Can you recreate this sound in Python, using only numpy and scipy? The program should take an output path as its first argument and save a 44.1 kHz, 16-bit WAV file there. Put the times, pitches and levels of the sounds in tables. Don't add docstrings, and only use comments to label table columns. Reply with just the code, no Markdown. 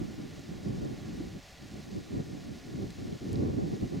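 import sys
import numpy as np
from scipy.fft import rfft, irfft, next_fast_len
from scipy.io import wavfile
from scipy.ndimage import map_coordinates

SR = 44100
rng = np.random.default_rng(int(sys.argv[2]) if len(sys.argv) > 2 else 0)


def wrap_up_sound(samples):
    columns = np.atleast_2d(samples).T
    tamed = np.clip(columns, -1, 1)
    steps = np.round(tamed * 32767).astype(np.int16)
    wavfile.write(sys.argv[1], SR, steps)


N = 176400


def amp(db):
    return 10 ** (np.asarray(db) / 20)


def unit(x):
    return x / np.sqrt(np.mean(x ** 2) + 1e-20)


def along(points, hz):
    f, v = np.transpose(points)
    return np.interp(np.log(hz + 1), np.log(f + 1), v)


def curve(rows):
    return np.interp(np.arange(N) / SR, *np.transpose(rows))


def wobble(per_s):
    return map_coordinates(rng.standard_normal(size=2048), [np.arange(N) * per_s / SR], mode='wrap')


def filtered(x, response):
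    size = next_fast_len(N + SR // 2)
    return irfft(rfft(x, size) * response(np.fft.rfftfreq(size, 1 / SR)), size)[..., :N]


def spread(pair, mid_db, side_db):
    mid, side = filtered(pair, lambda hz: amp(np.array([mid_db(hz), side_db(hz)])))
    return unit(np.array([mid + side, mid - side]))


def field(pair, spectrum, width):
    return spread(pair, lambda hz: along(spectrum, hz), lambda hz: along(spectrum, hz) + along(width, hz))


# frequency in Hz, relative level in dB.
AIR_SPECTRUM = [(20, -0.5), (60, 9.5), (120, 3), (200, 0), (350, -5), (600, 1.5), (800, -1.5), (1000, -8.5),
                (1400, -6.5), (1900, -7.5), (2800, -13), (5000, -25), (10000, -33), (16000, -32)]
# frequency in Hz, side level against the mid in dB.
AIR_WIDTH = [(50, -13), (120, -17), (300, -26), (1000, -12), (2000, -9.5), (5000, -20.5), (15000, -31)]


def open_air():
    midway_db, fade_db_per_s, waver_db = -53.5, 0.4, 0.54
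    from_midway_s = (np.arange(N) - N / 2) / SR
    level_db = midway_db - fade_db_per_s * from_midway_s + waver_db * wobble(per_s=6.1)
    return amp(level_db) * field(rng.standard_normal((2, N)), AIR_SPECTRUM, AIR_WIDTH)


# frequency in Hz, relative level in dB.
FIZZ_SPECTRUM = [(800, -34), (1800, -1.5), (3000, 0), (4200, 2), (5500, 0), (6800, -2.5), (8200, -9.5),
                 (9300, -11.5), (10500, -16), (13000, -17), (16000, -21)]
# frequency in Hz, side level against the mid in dB.
FIZZ_WIDTH = [(2000, -11), (6000, -19), (9000, -14), (15000, -57)]
# time in seconds, level of the fizz in dB.
SEETHING = [(0.0, -59.8), (0.45, -60.0), (0.75, -59.5), (1.4, -59.4), (1.65, -59.8), (2.3, -59.5),
            (2.8, -59.5), (3.3, -58.5), (3.5, -60.5), (3.8, -58.5), (4.0, -60)]


def maggots():
    contacts_per_s, crackle_db, stir_db = 1400, -4, 0.38
    spread_db, nearest_db = 4, 10.5
    fizz = field(rng.standard_normal((2, N)), FIZZ_SPECTRUM, FIZZ_WIDTH)
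    sizes = amp(np.minimum(spread_db * rng.exponential(size=(2, N)), nearest_db))
    contacts = rng.random((2, N)) < contacts_per_s / SR
    polarity = np.sign(rng.standard_normal((2, N)))
    crackle = field(contacts * sizes * polarity, FIZZ_SPECTRUM, FIZZ_WIDTH)
    level_db = curve(SEETHING) + stir_db * wobble(per_s=18)
    return amp(level_db) * (fizz + amp(crackle_db) * crackle)


# start in seconds, level in dB,
# pitch in Hz, bandwidth in octaves, time to fall 60 dB in seconds.
WET_TICKS = [(0.3928, -46, 6450, .15, 0.012), (.848, -52, 7300, .08, .016),
             (2.905, -39.5, 3600, 0.85, 0.0065), (3.3306, -35.5, 6860, 0.49, 0.0045),
             (3.357, -39, 4200, 0.23, 0.0062), (3.752, -47, 4500, .4, .006), (3.8465, -50, 2900, .4, .004)]


def wet_ticks():
    out = np.zeros(N + SR)
    t = np.arange(SR // 10) / SR
    rise = 1 - np.exp(-t / .00015)
    for start, level_db, hz, octaves, t60 in WET_TICKS:
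        band = lambda f: np.exp(-.5 * (np.log2((f + 1) / hz) / octaves) ** 2)
        snap = unit(filtered(rng.standard_normal(N), band))[:len(t)]
        envelope = rise * amp(level_db - 60 * t / t60)
        out[round(start * SR):][:len(t)] += envelope * snap
    return out[:N]


# time in seconds, strength in dB.
GUSTS = [(0.0, -34.5), (0.16, -44.5), (0.19, -39), (0.34, -46.5), (0.39, -42.5), (0.43, -49.5), (0.49, -41),
         (0.63, -43.5), (0.67, -32), (0.69, -33.5), (0.78, -37.5), (0.84, -33), (1.0, -43), (1.24, -39),
         (1.33, -46.5), (1.36, -39.5), (1.42, -64), (1.57, -64), (1.63, -47.5), (1.71, -49), (1.78, -38),
         (1.83, -50), (1.98, -33.5), (2.04, -50), (2.09, -44.5), (2.13, -33.5), (2.2, -32.0), (2.24, -46.5),
         (2.32, -38), (2.44, -45.0), (2.51, -38.5), (2.6, -51.5), (2.74, -39.5), (2.83, -32.5),
         (2.95, -49.5), (2.99, -37.5), (3.16, -37.5), (3.19, -61), (3.22, -38.5), (3.32, -33.5),
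         (3.42, -27.5), (3.56, -33.5), (3.59, -29), (3.7, -36.0), (3.73, -31.5), (3.8, -41), (3.83, -28.5),
         (3.89, -43.5), (3.95, -30), (4.0, -36)]
# frequency in Hz, relative level in dB.
BUFFET_COMMON = [(20, -24), (35, -17.5), (60, -6), (120, -0.5), (180, 1), (300, -2), (400, -9.5),
                 (550, -18.5), (750, -28), (1000, -35), (2000, -57.5), (5000, -75)]
# frequency in Hz, relative level in dB.
BUFFET_OPPOSED = [(20, -23), (45, -20), (70, -12), (110, -2), (200, -3), (360, -3.5), (550, -13.5),
                  (750, -18), (1000, -29), (1800, -40.5), (3000, -50.5), (6000, -88)]


def wind():
    flutter_db, trim_db = 2, .5
    corner_hz, brighten = 444, 0.25
    flutter = amp(flutter_db * np.array([wobble(per_s=70), wobble(per_s=70)]))
    eddies = flutter * rng.standard_normal((2, N))
    buffet = spread(eddies, lambda hz: along(BUFFET_COMMON, hz), lambda hz: along(BUFFET_OPPOSED, hz))
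    low = filtered(buffet, lambda hz: 1 / (1 + (hz / corner_hz) ** 4))
    high = buffet - low
    strength_db = curve(GUSTS)
    gust_db = strength_db - np.percentile(strength_db, 80)
    return amp(strength_db + trim_db) * (low + amp(brighten * gust_db) * high)


def scene():
    return open_air() + maggots() + wet_ticks() + wind()


# centre in Hz, width in Hz, depth in dB.
MIC_DIPS = [(498, 24, 5), (643, 25.6, 5.5), (893, 61, 4.5), (1299, 48, 6), (1555, 41, 8)]
# frequency in Hz, left minus right in dB.
PORT_BALANCE = [(60, 5), (110, -0.5), (200, -1.5), (380, -0.5), (700, -0.5), (1290, -3.5), (2380, -1.5),
                (4400, 0.5), (8120, 0.5), (15000, -0.5)]


def record(dry):
    top_hz = 16400
    dips_db = lambda f: sum(depth * np.exp(-.5 * ((f - hz) / width) ** 2) for hz, width, depth in MIC_DIPS)
    lean_db = lambda f: np.outer([.5, -.5], along(PORT_BALANCE, f))
    return filtered(dry, lambda f: amp(lean_db(f) - dips_db(f)) * (f < top_hz))


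dry = scene()
out = record(dry)
wrap_up_sound(out)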